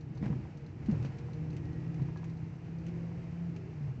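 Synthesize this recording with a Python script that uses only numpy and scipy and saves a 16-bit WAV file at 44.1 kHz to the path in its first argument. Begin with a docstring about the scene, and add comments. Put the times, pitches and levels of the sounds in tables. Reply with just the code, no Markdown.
"""Tyres rumble on planks, heard inside a car rolling slowly through a covered wooden bridge.
Uneven boards thump under the wheels and ring the car body. The engine hums, slowly rising in pitch,
then easing off, and narrow drones come and go in the rolling noise. Grit crunches under the tread,
planks knock with a short wooden ring and loose trim ticks in the cabin."""
import sys
import numpy as np
from scipy import signal
from scipy.fft import rfft, irfft
from scipy.io import wavfile

SR = 44100
rng = np.random.default_rng(int(sys.argv[2]) if len(sys.argv) > 2 else 0)


def log_audio(samples):
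    """Write samples as a 16-bit WAV file to the path given in sys.argv[1]."""
    # one column per channel
    frames = np.atleast_2d(samples).T
    # limit to full scale, then quantise
    limited = np.clip(frames, -1, 1)
    pcm = np.round(limited * 32767).astype(np.int16)
    wavfile.write(sys.argv[1], SR, pcm)


N = 176400
T = np.arange(N) / SR


def tyres():
    """Tyres roll over the deck: a low rumble, a wavering cabin boom and a gritty hiss."""
    # level ride of the rolling noise: t/s, rumble level/dB, hiss level/dB
    rolling = [(0, -44, -67), (.35, -40, -61.5), (.55, -46, -64), (.75, -43, -64), (.95, -37.5, -58.5),
               (1.15, -42.5, -60.5), (1.35, -42.5, -61), (1.65, -39.5, -62), (2.0, -41.5, -61.5),
               (2.3, -43.5, -62.5), (2.6, -45, -64), (2.9, -42, -61.5), (3.2, -43.5, -61.5),
               (3.5, -44.5, -62), (3.72, -45, -63), (3.87, -49.5, -62), (4, -38, -65.5)]
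    # rumble spectrum: f/Hz, relative level/dB
    rumble_eq = [(22, -29.5), (40, -17.5), (65, -9), (78, -7), (98, -1.5), (113, -4), (135, -3.5),
                 (152, -5.5), (185, -9), (210, -13.5), (226, -11), (265, -16.5), (315, -11), (335, -15),
                 (355, -15), (415, -23.5), (465, -20.5), (540, -30.5), (700, -39.5)]
    # tread hiss spectrum: f/Hz, relative level/dB
    hiss_eq = [(400, -5.5), (600, 5), (780, 6.5), (1000, 1), (1200, -2), (1550, -2.5), (1950, -1.5),
               (2550, -3.5), (2950, -8), (3350, -15), (4600, -14.5), (6000, -16.5), (7500, -23)]
    rumble_db, hiss_db = automation(rolling)
    rumble = from_db(-1.5) * coloured(rumble_eq)
    boom = from_db(-4.5) * wavering_tone(hz=128.95, width_hz=12.6)
    hiss = from_db(.5) * coloured(hiss_eq)
    grit = from_db(-7.5) * coloured(hiss_eq, grains())
    flicker = drift(8.2)  # lows and highs flicker together
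    lows = from_db(rumble_db + .23 * flicker) * (rumble + boom)
    highs = from_db(hiss_db + .5 * flicker) * (hiss + grit)
    return lows + highs


def board_thumps():
    """Each uneven board booms briefly at its own pitch, with a rough thud, and rings the car body."""
    # a wheel meets a board: t/s, level/dB, board f/Hz, decay/s
    hits = [(.215, -30.5, 153.3, .028), (.228, -27, 205, 0.023), (.262, -27, 139, 0.03),
            (.279, -33.5, 212, 0.021), (0.301, -26.5, 162, 0.014), (0.325, -35, 252.5, .02),
            (.356, -33.5, 127, .018), (.385, -36.5, 203, 0.0157), (0.8851, -20, 212, 0.029),
            (0.9241, -22, 149.2, 0.031), (0.952, -32.5, 115, 0.012), (0.993, -34, 124.3, 0.036),
            (1.02, -29, 135.6, 0.053), (1.045, -33, 159, 0.019), (1.995, -32, 131.2, 0.047),
            (2.017, -30.5, 125.4, 0.023), (2.428, -35, 107, .02), (3.808, -36, 145, 0.024),
            (3.875, -32.5, 120, .03)]
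    # car body modes: f/Hz, level/dB, t60/s
    body_modes = [(61, -17.5, .2), (92, -7, 0.099), (122, 5.5, 0.22), (156, -5.5, 0.084),
                  (187, -10.5, 0.061), (207, 1, 0.19), (236, -15, 0.065), (326, -10, 0.23), (410, -2, 0.25)]
    # spectrum of the rough thud: f/Hz, relative level/dB
    thud_eq = [(65, -1), (95, 1), (150, -1), (230, -7.5), (320, -8), (450, -14), (620, -19.5)]
    boom, load = np.zeros(N), np.zeros(N)
    for start, db, hz, decay in hits:
        push = from_db(db) * burst(start, attack_s=.001, decay_s=decay)
        boom += push * np.sin(2 * np.pi * hz * (T - start))
        load += push
    body = struck([hit[:3] for hit in hits], body_modes, width_oct=.47)
    body = signal.sosfilt(signal.butter(4, 430, fs=SR, output="sos"), body)  # soften the attack
    thud = load * coloured(thud_eq)
    low_cut = signal.butter(2, 57, "high", fs=SR, output="sos")
    return signal.sosfilt(low_cut, boom + from_db(-13) * body + from_db(-16) * thud)


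def engine():
    """The engine hums, slightly wavering, with a weak sub-octave, overtones and faint steady whines."""
    # pitch of the hum: t/s, f/Hz
    pitch_curve = [(0, 153), (1.1, 154), (1.42, 158), (1.6, 158.5), (1.75, 163), (2.25, 162.4),
                   (2.75, 165.7), (2.92, 168.3), (3.48, 169.3), (3.68, 163.5), (3.82, 146.2), (4, 133)]
    # swells of the hum: t/s, level/dB
    level_curve = [(0, -46), (.55, -51), (1.15, -52.5), (1.43, -38.5), (1.65, -48), (1.92, -39.5),
                   (2.3, -42), (2.55, -48.5), (2.82, -40), (3.13, -39.5), (3.23, -45), (3.45, -38.5),
                   (3.72, -49.5), (3.85, -36), (4, -48)]
    # partials of the hum: multiple of the pitch, relative level/dB
    partials = [(.5, -23.5), (1, 1), (2, -25.5), (3, -30)]
    # whines: f/Hz, level/dB
    whines = [(465, -68), (1288, -83), (1652, -86)]
    waver_share, flutter_db = .0031, .55
    (pitch,), (level_db,) = automation(pitch_curve), automation(level_curve)
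    phase = 2 * np.pi * np.cumsum(pitch * (1 + waver_share * drift(8.8))) / SR
    hum = np.zeros(N)
    for multiple, db in partials:
        hum += from_db(level_db + db - flutter_db * drift(8.6)) * np.sin(multiple * phase)
    whine = sum(from_db(db) * wavering_tone(hz, width_hz=5.35) for hz, db in whines)
    return np.sqrt(2) * hum + whine


def drones():
    """Narrow drones swell and fade in the rolling noise, climbing a little as the car gathers speed."""
    # drones: start t/s, length/s, centre f/Hz, width/Hz, level/dB
    swells = [(0, 1, 592, 4.1, -72.5), (0, 0.8, 466, 8.3, -63.5), (1.28, .87, 305, 7.5, -49.5),
              (1.3, .6, 352, 15.7, -57.5), (2.75, 0.5, 362, 12, -60), (.98, .68, 472, 9, -61.5),
              (2, .6, 310, 13.5, -61), (1.75, 0.65, 366, 10, -59.5), (3, 0.66, 660, 10, -68.5),
              (3.48, .27, 380, 80.3, -52), (2.7, .6, 526, 24, -63), (1.5, .47, 1906, 36, -71)]
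    rise_per_s = .02  # share of the centre pitch
    out = np.zeros(N)
    for start, length, hz, width, db in swells:
        progress = np.clip((T - start) / length, 0, 1)
        swell = np.sqrt(np.abs(np.sin(np.pi * progress)))
        pitch = hz * (1 + rise_per_s * (T - start - length / 2))
        out += from_db(db) * swell * wavering_tone(pitch, width)
    return out


def grit_crunches():
    """Grit crunches under a loaded tyre in short sprays of tiny cracks."""
    # crunches: t/s, level/dB, decay/s
    crunches = [(0.226, -47.5, 0.048), (.257, -57.5, 0.025), (0.888, -57, 0.081), (1.044, -49.5, 0.028)]
    # spectrum of cracking grit: f/Hz, relative level/dB
    crunch_eq = [(300, 0.5), (460, 7), (700, 4), (1100, -1), (1500, -2.5), (2300, -3), (3300, -16),
                 (5500, -18.5), (7500, -27.5)]
    load = sum(from_db(db) * burst(start, attack_s=.00067, decay_s=decay) for start, db, decay in crunches)
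    return load * coloured(crunch_eq, grains())


def plank_knocks():
    """Planks knock, each blow ringing the wood's modes around its own pitch."""
    # knocks: t/s, level/dB, f/Hz
    knocks = [(.171, -52.5, 924), (.329, -47, 880), (.453, -51, 800), (1.286, -48, 800), (1.997, -51, 950),
              (2.087, -50.5, 850), (2.161, -47.5, 1150), (2.232, -49.5, 850), (3.116, -53, 800)]
    # plank modes: f/Hz, level/dB, t60/s
    plank_modes = [(680, -8, 0.04), (782, -3.5, 0.081), (942, -6.5, 0.057), (990, -3, 0.045),
                   (1160, -8, 0.076), (1345, -8.5, 0.035), (1660, -1.5, 0.21)]
    return struck(knocks, plank_modes, width_oct=.45)


def trim_ticks():
    """Loose plastic trim ticks, from a thin ring to a broad snap."""
    # ticks: t/s, level/dB, share of snap against ring (0-1)
    ticks = [(.008, -64, 0.2), (0.15, -67.5, 0), (.174, -63, .1), (.286, -66, 0.9), (0.571, -64, 0.1),
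             (0.663, -65.5, 0), (0.859, -57, 0.8), (0.912, -55.5, 0.7), (1.025, -56.5, 0.74),
             (1.049, -54, 0.75), (1.059, -66, 0.5), (1.184, -58, .7), (1.332, -61.5, 0.2),
             (1.503, -63, 0.2), (1.529, -62, 0.8), (1.565, -53, 0.85), (1.653, -66, 0.3), (1.729, -67, 0.3),
             (1.942, -61, 0.58), (2.019, -64.5, 0), (2.172, -61.5, 0.25), (2.241, -55, 0.98),
             (2.296, -64.5, 0.3), (2.37, -69, .2), (2.785, -66, 0.4), (2.865, -56, 0.9), (2.883, -63, 0.86),
             (3.562, -55.5, 0.83)]
    # spectrum of the thin ring: f/Hz, relative level/dB
    ring_eq = [(2500, -19), (3500, -10.5), (4150, 1.5), (4700, -3.5), (5300, -9), (6050, -3.5), (6600, -11),
               (7600, -17.5)]
    # spectrum of the broad snap: f/Hz, relative level/dB
    snap_eq = [(700, -17), (1400, 3), (2700, 10), (3500, -3), (4300, -12), (6000, -0.5), (7500, -10)]
    ring, snap = coloured(ring_eq), coloured(snap_eq)
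    out = np.zeros(N)
    for start, db, share in ticks:
        blend = np.sqrt(share) * snap + np.sqrt(1 - share) * ring
        out += from_db(db) * burst(start, attack_s=.00035, decay_s=.01) * blend
    return out


def from_db(db):
    """Decibels to gain."""
    return 10 ** (np.asarray(db) / 20)


def unit_rms(x):
    """Scale to unit power."""
    return x / np.sqrt(np.mean(x ** 2) + 1e-20)


def automation(rows):
    """Join timed breakpoints with straight lines, one curve for each value column."""
    times, *columns = np.transpose(rows)
    return [np.interp(T, times, column) for column in columns]


def coloured(eq, source=None):
    """White noise or a given source, at unit power, through an EQ that rolls off beyond its ends."""
    hz, db = np.transpose(eq)
    f = np.maximum(np.arange(N // 2 + 1) * SR / N, 1)
    gain = from_db(np.interp(np.log(f), np.log(hz), db))
    skirts = np.minimum(1, f / hz[0]) ** 2 * np.minimum(1, hz[-1] / f) ** 2
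    source = rng.standard_normal(N) if source is None else source
    return unit_rms(irfft(rfft(source) * gain * skirts, N))


def drift(rate_hz):
    """Slow random modulation: low-passed noise at unit power."""
    f = np.arange(N // 2 + 1) * SR / N
    return unit_rms(irfft(rfft(rng.standard_normal(N)) / (1 + (f / rate_hz) ** 2), N))


def wavering_tone(hz, width_hz, flutter_db=1.1):
    """A tone whose pitch wanders over a given width while its level flutters slightly."""
    pitch = hz + .5 * width_hz * drift(width_hz)
    flutter = unit_rms(from_db(flutter_db * drift(width_hz)))
    return np.sqrt(2) * flutter * np.sin(2 * np.pi * np.cumsum(pitch) / SR)


def burst(start, attack_s, decay_s):
    """An envelope with a quick rise and an exponential fall."""
    age = np.maximum(T - start, 0)
    return (1 - np.exp(-age / attack_s)) * np.exp(-np.minimum(age / decay_s, 20))


def struck(blows, modes, width_oct):
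    """Blows ring a set of modes, most strongly those near the pitch of each blow."""
    times, db, pitch = np.transpose(blows)
    out = np.zeros(N)
    for hz, mode_db, t60 in modes:
        nearness = np.exp(-.5 * (np.log2(hz / pitch) / width_oct) ** 2)
        clicks = np.full(N, 1e-18)
        clicks[(times * SR).astype(int)] = from_db(db + mode_db) * nearness
        radius, angle = from_db(-60 / (t60 * SR)), 2 * np.pi * hz / SR
        out += signal.lfilter([0, np.sin(angle)], [1, -2 * radius * np.cos(angle), radius ** 2], clicks)
    return out


def grains(per_s=1700, spread_db=3.5):
    """Random tiny cracks of uneven size."""
    sizes = from_db(spread_db * np.minimum(rng.exponential(1, N), 4))
    signs = rng.choice([-1, 1], N)
    return sizes * signs * (rng.random(N) < per_s / SR)


def scene():
    """The mono mix heard in the cabin."""
    steady_bed = engine() + tyres() + drones()
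    return (steady_bed + board_thumps() + grit_crunches() + plank_knocks() + trim_ticks())[None]


def record(dry):
    """A steep high cut takes off the top."""
    cutoff_hz = 7780
    return signal.sosfilt(signal.ellip(10, .2, 70, cutoff_hz, fs=SR, output="sos"), dry)


dry = scene()
out = record(dry)
log_audio(out)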